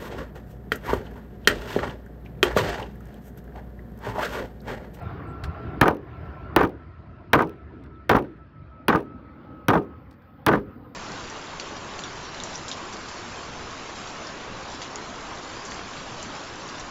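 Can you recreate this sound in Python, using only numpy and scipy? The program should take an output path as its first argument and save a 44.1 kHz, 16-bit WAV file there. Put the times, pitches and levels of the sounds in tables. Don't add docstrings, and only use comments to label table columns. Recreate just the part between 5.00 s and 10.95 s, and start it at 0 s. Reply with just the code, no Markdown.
import sys
import numpy as np
from scipy import signal
from scipy.fft import rfft, irfft
from scipy.io import wavfile
from scipy.ndimage import uniform_filter1d, map_coordinates

SR = 44100
rng = np.random.default_rng(int(sys.argv[2]) if len(sys.argv) > 2 else 0)


def persist_wave(psi):
    counts = np.round(np.clip(psi, -1, 1) * 32767).astype(np.int16)
    wavfile.write(sys.argv[1], SR, np.atleast_2d(counts).T)


def convert_level_to_amplitude(level_db):
    exponent = np.asarray(level_db, float) / 20
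    return 10 ** exponent


N = 262346


def unit(x):
    return x / np.sqrt(np.mean(x ** 2) + 1e-20)


def along(points, hz):
    f, v = np.transpose(points)
    return np.interp(np.log(hz + 1), np.log(f + 1), v)


def curves(rows):
    s, *cols = np.transpose(rows)
    return [np.interp(np.arange(N) / SR, s, c) for c in cols]


def wobble(knots_per_s):
    knots = rng.standard_normal(int(N * knots_per_s / SR) + 4)
    return map_coordinates(knots, [np.arange(N) * knots_per_s / SR])


def causal(gain):
    size = 2 ** 14
    cepstrum = irfft(np.log(gain(np.fft.rfftfreq(size, 1 / SR)) + 1e-6))
    cepstrum[1:size // 2] *= 2
    cepstrum[size // 2 + 1:] = 0
    pulse = irfft(np.exp(rfft(cepstrum)))[:size // 2]
    return pulse / np.linalg.norm(pulse)


def coloured(x, spectrum):
    return signal.fftconvolve(x, causal(lambda hz: convert_level_to_amplitude(along(spectrum, hz))))[:len(x)]


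def with_modes(spectrum, modes):
    def gain(hz):
        peaks_db = sum(db / (1 + (2 * (hz - centre) / width) ** 2) for centre, width, db in modes)
        return convert_level_to_amplitude(along(spectrum, hz) + peaks_db)
    return causal(gain)


def rush(spectrum, patchy_db):
    z = signal.stft(rng.standard_normal(N), nperseg=512)[2]
    field = uniform_filter1d(rng.standard_normal(z.shape), size=4, axis=0)
    field = uniform_filter1d(field, size=10, axis=1)
    noise = signal.istft(z * convert_level_to_amplitude(patchy_db * unit(field)), nperseg=512)[1][:N]
    return unit(coloured(noise, spectrum))


# start_s, level_db
HOPPER_LEVEL = [(0, -80), (.8, -86), (1.4, -85), (1.8, -112), (3.9, -108), (4.4, -89), (5.2, -82.5),
                (5.95, -79)]
# freq_hz, density_db_per_hz
WING_SPECTRUM = [(11500, -30), (12600, -6), (13000, 0), (13500, -5), (14000, -1), (14600, -5), (15200, -1),
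                 (16000, -20)]
# start_s, length_s, from_hz, to_hz, level_db
BIRD_NOTES = [
    (.014, .024, 16000, 5000, -63),
    (.04, .035, 4000, 4300, -63),
    (.272, 0.053, 9160, 8200, -64),
    (2.787, .025, 3400, 3950, -68),
    (2.82, .016, 3400, 4300, -63),
    (2.84, .017, 3650, 4150, -64),
    (2.862, .014, 3750, 4100, -72),
    (2.945, 0.034, 4520, 3420, -63.5),
]


def meadow():
    stroke = np.cumsum(105 + 9 * wobble(30)) / SR % 1
    buzz = unit((0.3 + np.exp(-4 * stroke)) * rush(WING_SPECTRUM, patchy_db=3))
    rows = []
    for s, length, from_hz, to_hz, db in BIRD_NOTES:
        rows += [(s - 0.004, from_hz, -130), (s, from_hz, db - 5)]
        rows += [(s + 0.44 * length, 0.5 * from_hz + 0.37 * to_hz, db)]
        rows += [(s + length, to_hz, db - 8), (s + length + 0.003, to_hz, -130)]
    hz, db = curves(rows)
    phase = 2 * np.pi * np.cumsum(hz * (1 + 0.05 * wobble(2500))) / SR
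    birds = convert_level_to_amplitude(db - 8 + 3 * wobble(200)) * np.sin(phase)
    return convert_level_to_amplitude(curves(HOPPER_LEVEL)[0]) * buzz + birds + convert_level_to_amplitude(-119) * rng.standard_normal(N)


# time_s, lag_ms
GROUND_LAG = [(0, 2.58), (1.5, 2.8), (3, 2.9), (4.3, 3.36), (5.95, 3.86)]


def off_ground(x, share):
    late = map_coordinates(x, [np.arange(N) - curves(GROUND_LAG)[0] * SR / 1000], order=1)
    return x + share * signal.lfilter(*signal.butter(1, 1100, fs=SR), late)


# time_s, pitch_hz
FAN_PITCH = [(0, 1362), (.5, 1348), (1.3, 1338), (2.2, 1322), (3, 1312), (3.75, 1300), (4.3, 1287),
             (5, 1278), (5.95, 1270)]
# centre_s, level_db, length_s
FAN_SWELLS = [(.04, -49, .16), (.33, -48, .16), (.49, -48, .07), (.61, -46, .1), (.74, -49, .12),
              (1.16, -51, .09), (1.27, -53, .07), (1.42, -53, .14), (1.82, -57, .05), (1.95, -61, .1),
              (2.2, -62, .12), (2.5, -55, .09), (2.62, -57, .1), (2.77, -58, .1), (2.97, -54, .14),
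              (3.32, -60, .08), (3.42, -57, .06), (3.59, -58, .12), (3.77, -52, .11), (4.11, -53, .17),
              (4.28, -54, .09), (4.39, -56, .04), (4.57, -51, .2), (4.9, -56, .2), (5.31, -61, .08),
              (5.67, -64, .3)]


def fan_tone():
    calm_db = -73.5
    t = np.arange(N) / SR
    turn = 2 * np.pi * np.cumsum(curves(FAN_PITCH)[0] + 4 * wobble(40)) / SR
    swell = convert_level_to_amplitude(calm_db)
    for s, db, length in FAN_SWELLS:
        swell = swell + convert_level_to_amplitude(db) * np.exp(-(2 * (t - s) / length) ** 4)
    return convert_level_to_amplitude(1 + 1.6 * wobble(30)) * swell * (np.sin(turn) + convert_level_to_amplitude(-27) * np.sin(2 * turn))


# time_s, strength_db, heaviness_db
JET_STRENGTH = [(0.15, -43, 0), (0.32, -47.5, 9), (0.5, -43, 0), (0.67, -43.5, 6.5), (1.15, -46, 4.5),
                (1.55, -44, 6), (1.74, -53.5, 3.5), (2.19, -54, 4.5), (2.65, -56.5, 9.5), (2.8, -54, 14),
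                (2.95, -57, 10), (3.5, -59, 7.5), (3.74, -57, 7.5), (4.2, -53.5, 10.5), (4.37, -52, 7),
                (4.54, -53, 7), (5.2, -57, 4.5), (5.8, -54.5, 8)]
# freq_hz, density_db_per_hz
RUMBLE_SPECTRUM = [(15, -58.5), (25, -31), (30, -25), (39, -17), (65, 2.5), (140, -3.5), (200, -11.5),
                   (260, -45), (440, -120)]
ROAR_SPECTRUM = [(100, -30.5), (170, -1.5), (194, 1), (307, -2), (345, -4), (520, -10.5), (680, -51),
                 (1140, -120)]
RUSH_SPECTRUM = [(260, -27), (450, -4), (513, -2), (1160, -6.5), (1290, -4.5), (1500, -16), (1950, -28),
                 (3300, -120)]
HISS_SPECTRUM = [(820, -29.5), (1400, 0), (1460, -3.5), (2120, -10.5), (3370, -22.5), (4870, -29.5),
                 (6000, -42), (9000, -52), (11700, -67.5), (19800, -120)]


def jet():
    strength_db, heavy_db = curves(JET_STRENGTH)
    t = np.arange(N) / SR
    swing_db = strength_db + 50
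    air = wobble(8.5)
    roar = convert_level_to_amplitude(strength_db + heavy_db - 5.5 + 2.0 * air) * rush(ROAR_SPECTRUM, patchy_db=2.0)
    roar += convert_level_to_amplitude(strength_db - 3.5 + 1.1 * air) * rush(RUSH_SPECTRUM, patchy_db=2.5)
    rumble_db = -39 + 0.52 * swing_db - 0.9 * t
    hiss_db = -55 + 0.63 * swing_db - 0.63 * t
    rumble = convert_level_to_amplitude(rumble_db - 2.5 + 1.6 * wobble(12)) * rush(RUMBLE_SPECTRUM, patchy_db=1.0)
    hiss = convert_level_to_amplitude(hiss_db - 2.0 + 0.4 * air) * rush(HISS_SPECTRUM, patchy_db=2.6)
    return fan_tone() + rumble + off_ground(roar, share=0.55) + hiss


def thud():
    u = (np.arange(N) / SR - 0.4385) / 0.004
    return convert_level_to_amplitude(-24.0) * (u * u - 1) * np.exp(-u * u / 2)


# start_s, peak_db, t60_s, dullness_db_per_octave
TOUCHES = [
    (0.4375, -37, 0.04, -3),
    (1.256, -53, 0.021, 2),
    (1.3678, -62, 0.02, 3),
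    (2.838, -54, 0.014, -3.5),
    (2.8607, -56, 0.022, 3),
    (5.1107, -56.5, 0.017, -7),
    (5.1274, -67, 0.026, -6),
    (5.139, -61, 0.02, -1),
    (5.2204, -64, 0.02, -1),
]
# freq_hz, density_db_per_hz
SCUFF_SPECTRUM = [(710, -32), (1200, 3.5), (1740, 3.5), (2120, -6.5), (5330, -13.5), (6080, -24),
                  (15300, -35.5), (16500, -38)]


def taps():
    out, t = np.zeros(N + SR), np.arange(SR // 8) / SR
    for s, db, t60, dull_db in TOUCHES:
        decay = convert_level_to_amplitude(-60 * t / t60) + convert_level_to_amplitude(-4.5 - 60 * t / (2.3 * t60))
        puff = convert_level_to_amplitude(db + 2.5) * decay * (1 - np.exp(-t / 0.0015)) * rng.standard_normal(len(t))
        tilt = causal(lambda hz: convert_level_to_amplitude(along(SCUFF_SPECTRUM, hz) - dull_db * np.log2(hz / 4000 + 0.01)))
        out[round((s - 0.001) * SR):][:len(t)] += signal.fftconvolve(puff, tilt)[:len(t)]
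    return out[:N]


def rattles(count=16):
    chatter_db, scatter_db, fade_db_per_s = -47.5, 2, 211
    past_sway_s, hush_db, hush_s = 0.072, -6, 0.014
    rows = [(s, db - 37.5) for s, db, _ in PANEL_JOLTS]
    for (s, *_), (hop, _, lull, _, sway) in zip(HAMMER_BLOWS, HEAD_REBOUNDS):
        span = hop + sway + past_sway_s - s
        when = s + span * (np.arange(count) + rng.random(count)) / count
        db = chatter_db + scatter_db * rng.standard_normal(count)
        db = db - fade_db_per_s * np.maximum(when - hop, 0)
        db = db + hush_db * np.exp(-((when - hop + lull) / hush_s) ** 2)
        rows += zip(when, db)
    return rows


# start_s, peak_db
TRIM_KNOCKS = [(0.8425, -50), (0.8803, -25), (0.906, -48), (0.9108, -44), (0.948, -52), (0.9683, -54),
               (1.61, -36), (1.632, -35.5), (1.65, -43), (1.6737, -52), (1.6933, -52), (2.3529, -34),
               (2.3877, -42), (2.4217, -37.5), (2.4724, -51), (2.494, -50.5), (3.115, -33), (3.159, -36),
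               (3.166, -37.5), (3.1917, -45), (3.2239, -54), (3.9583, -33.5), (3.9885, -56), (4.709, -36),
               (4.7433, -42), (4.775, -50), (5.482, -40), (5.5277, -40), (5.5578, -45), (5.6, -60)]
# freq_hz, density_db_per_hz
STEEL_SPECTRUM = [(3530, -26), (6000, -4.5), (7320, -24), (7940, -13.5), (8840, -12), (10400, -5.5),
                  (12400, -10.5), (13700, -2), (16000, -5), (16800, -21.5)]


def clicks():
    top, low = np.zeros((2, N + SR))
    t = np.arange(SR // 20) / SR
    cracks = [(s, db, 7.5) for s, _, _, db in HAMMER_BLOWS]
    trim = [(s, db, 7) for s, db in TRIM_KNOCKS + rattles()]
    for s, db, low_db in cracks + trim:
        a, b = rng.standard_normal((2, len(t))) * (1 - np.exp(-t / 0.00017))
        fizz = convert_level_to_amplitude(-17.5 + 0.51 * db - 60 * t / 0.05)
        top[round(s * SR):][:len(t)] += convert_level_to_amplitude(db + 2.0) * a * (convert_level_to_amplitude(-60 * t / 0.0051) + fizz)
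        low[round(s * SR):][:len(t)] += convert_level_to_amplitude(db + low_db - 5 - 60 * t / 0.013) * b
    low_spectrum = [(1800, -23.5), (2500, 4.5), (4000, -7), (6000, -12.5), (8000, -30)]
    return coloured(top, STEEL_SPECTRUM)[:N] + coloured(low, low_spectrum)[:N]


def grains(rough_db):
    return rng.standard_normal(N) * convert_level_to_amplitude(rough_db * wobble(140))


# start_s, shudder_db, lull_before_s, lull_db, last_sway_after_s
HEAD_REBOUNDS = [
    (0.877, -11, 0.021, -22, 0.024),
    (1.609, -12, 0.015, -12, 0.041),
    (2.394, -9, 0.02, -20.5, 0.028),
    (3.154, -10, 0.013, -21, 0.03),
    (3.962, -17, 0.044, -18.5, .025),
    (4.757, -16, 0.041, -20, 0.027),
    (5.524, -13, 0.015, -23.5, .045),
]
# after_s, under_rebound_db
SETTLING = [(.0, -12.5), (0.033, -33.5), (.11, -44.5), (.26, -48)]
GRIT_OVER_BODY = [-13, -23.5, -25.5, -35.5, -21, -17.5, -13.5, -18]
# freq_hz, density_db_per_hz
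GRIT_SPECTRUM = [(900, -30), (1600, -3), (3000, -15), (5000, -29), (7500, -42), (15000, -40), (16300, -60)]


def shudder():
    shake_db, knee_db, sag_s, rest_db = -9, -12.5, 0.014, -62
    rows = []
    for (s, *_), (hop, hop_db, lull, lull_db, sway) in zip(HAMMER_BLOWS, HEAD_REBOUNDS):
        stages = [(s + 0.00069, shake_db), (hop - lull - sag_s, knee_db)]
        stages += [(hop - lull, lull_db), (hop, hop_db)]
        for after, under_db in SETTLING[:-1]:
            stages.append((hop + sway + after, max(hop_db + under_db, rest_db)))
        stages.append((hop + sway + SETTLING[-1][0], rest_db))
        rows.append((s - 0.001, -60, -24))
        rows += [(*stage, bright) for stage, bright in zip(stages, GRIT_OVER_BODY)]
    db, bright_db = curves(rows)
    body = unit(signal.fftconvolve(grains(4.5), with_modes(CLANG_SPECTRUM, PANEL_MODES))[:N])
    grit = unit(coloured(grains(3.5), GRIT_SPECTRUM))
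    shaking = db > -59.5
    return shaking * (convert_level_to_amplitude(db - 9) * body + convert_level_to_amplitude(db + bright_db + 2.0) * grit)


# freq_hz, t60_s
SHEET_DAMPING = [(80, 0.2), (260, 0.78), (700, 0.39), (1840, 0.086), (5000, 0.054)]


def dense_ring(stretch):
    hz, t, z = signal.stft(rng.standard_normal(SR // 2), SR, nperseg=256)
    t60 = stretch * along(SHEET_DAMPING, hz)[:, None]
    return signal.istft(z * convert_level_to_amplitude(-60 * t / t60), SR, nperseg=256)[1]


# start_s, peak_db, boom_db, crack_db
HAMMER_BLOWS = [
    (0.8122, -7.5, -1, -18),
    (1.5621, -5, -6.5, -17.5),
    (2.332, -5.5, -9, -17.5),
    (3.094, -4.5, -6, -22.5),
    (3.882, -9.5, -3, -20.5),
    (4.6832, -7.5, -2, -20),
    (5.464, -9, -1.5, -17.5),
]
# start_s, peak_db, boom_db
PANEL_JOLTS = [(0.8356, -9, -14), (0.8561, -8, -32), (0.8796, -4, -10.5), (1.6073, -9, -16),
               (1.6233, -15.5, 0), (1.634, -12, -6.5), (2.3504, -7.5, -3.5), (2.404, -8.5, -15),
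               (2.421, -23.5, -2.5), (3.1118, -7, -9), (3.1462, -9, -2), (3.1646, -8.5, -19),
               (3.899, -7, -18.5), (3.9357, -14.5, -4.5), (3.948, -9, -9.5), (4.702, -6, -11),
               (4.7335, -7.5, -5), (4.7534, -10, -4), (4.773, -19, -7.5), (5.4884, -7, -9),
               (5.5149, -18.5, 2), (5.534, -11.5, -5.5), (5.558, -22.5, 2)]
# freq_hz, density_db_per_hz
CLANG_SPECTRUM = [(210, -28), (350, -1.5), (428, -3.5), (571, -3), (672, -7.5), (842, -3), (1140, -3),
                  (1230, -5), (1340, -6), (1500, -6), (2540, -22.5), (4930, -40.5), (7000, -44.5),
                  (9100, -73), (15400, -120)]
BOOM_SPECTRUM = [(24, -40), (40, -3.5), (151, 3), (329, 0.5), (427, -12), (554, -11), (600, -16),
                 (780, -30), (1320, -120)]
# freq_hz, width_hz, gain_db
PANEL_MODES = [(310, 45, 5), (460, 55, 3), (735, 55, 3), (950, 90, 3), (1225, 55, 7), (1520, 60, 5.5),
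               (1830, 75, 3.5), (2320, 140, 3)]
CABIN_MODES = [(212, 40, 1), (278.5, 12, 3.5), (318.5, 17, 5), (352, 4.7, 2), (408.5, 12, 13), (484, 11, 1)]


def blows_and_jolts():
    clang, boom = np.zeros((2, N + SR))
    sway_db, sway_boom_db = -36, 4.8
    sways = [(s + after, sway_db, sway_boom_db) for s, *_, after in HEAD_REBOUNDS]
    for s, db, boom_db, *_ in HAMMER_BLOWS + PANEL_JOLTS + sways:
        ring = dense_ring(0.51)
        t = np.arange(len(ring)) / SR
        shape = (1 - np.exp(-t / 0.0012)) * (1 + 1.8 * np.exp(-t / 0.006))
        clang[round(s * SR):][:len(ring)] += convert_level_to_amplitude(db - 10.5) * ring * shape
        boom[round(s * SR):][:len(ring)] += convert_level_to_amplitude(db + min(boom_db, 2) - 7.5) * dense_ring(0.47) * shape
    panel = signal.fftconvolve(clang, with_modes(CLANG_SPECTRUM, PANEL_MODES))
    cabin = signal.fftconvolve(boom, with_modes(BOOM_SPECTRUM, CABIN_MODES))
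    return (panel + cabin)[:N]


# time_s, gain_db
GAIN_DUCK = [(.81, 2), (.85, 1.5), (1.0, -5.5), (1.12, 1)]


def scene():
    background = convert_level_to_amplitude(curves(GAIN_DUCK)[0]) * (jet() + meadow())
    car = thud() + taps() + clicks() + shudder() + blows_and_jolts()
    return (car + background)[None]


def low_pass(x):
    return signal.sosfilt(signal.butter(12, 17090, fs=SR, output="sos"), x)


def record(dry):
    heard = signal.sosfilt(signal.butter(3, 42, "high", fs=SR, output="sos"), dry)
    held = heard / (1 + np.abs(heard / 0.67) ** 7) ** (1 / 7)
    held = signal.sosfilt(signal.cheby2(10, 50, 17100, fs=SR, output="sos"), held)
    return low_pass(held)


dry = scene()
out = record(dry)
persist_wave(out)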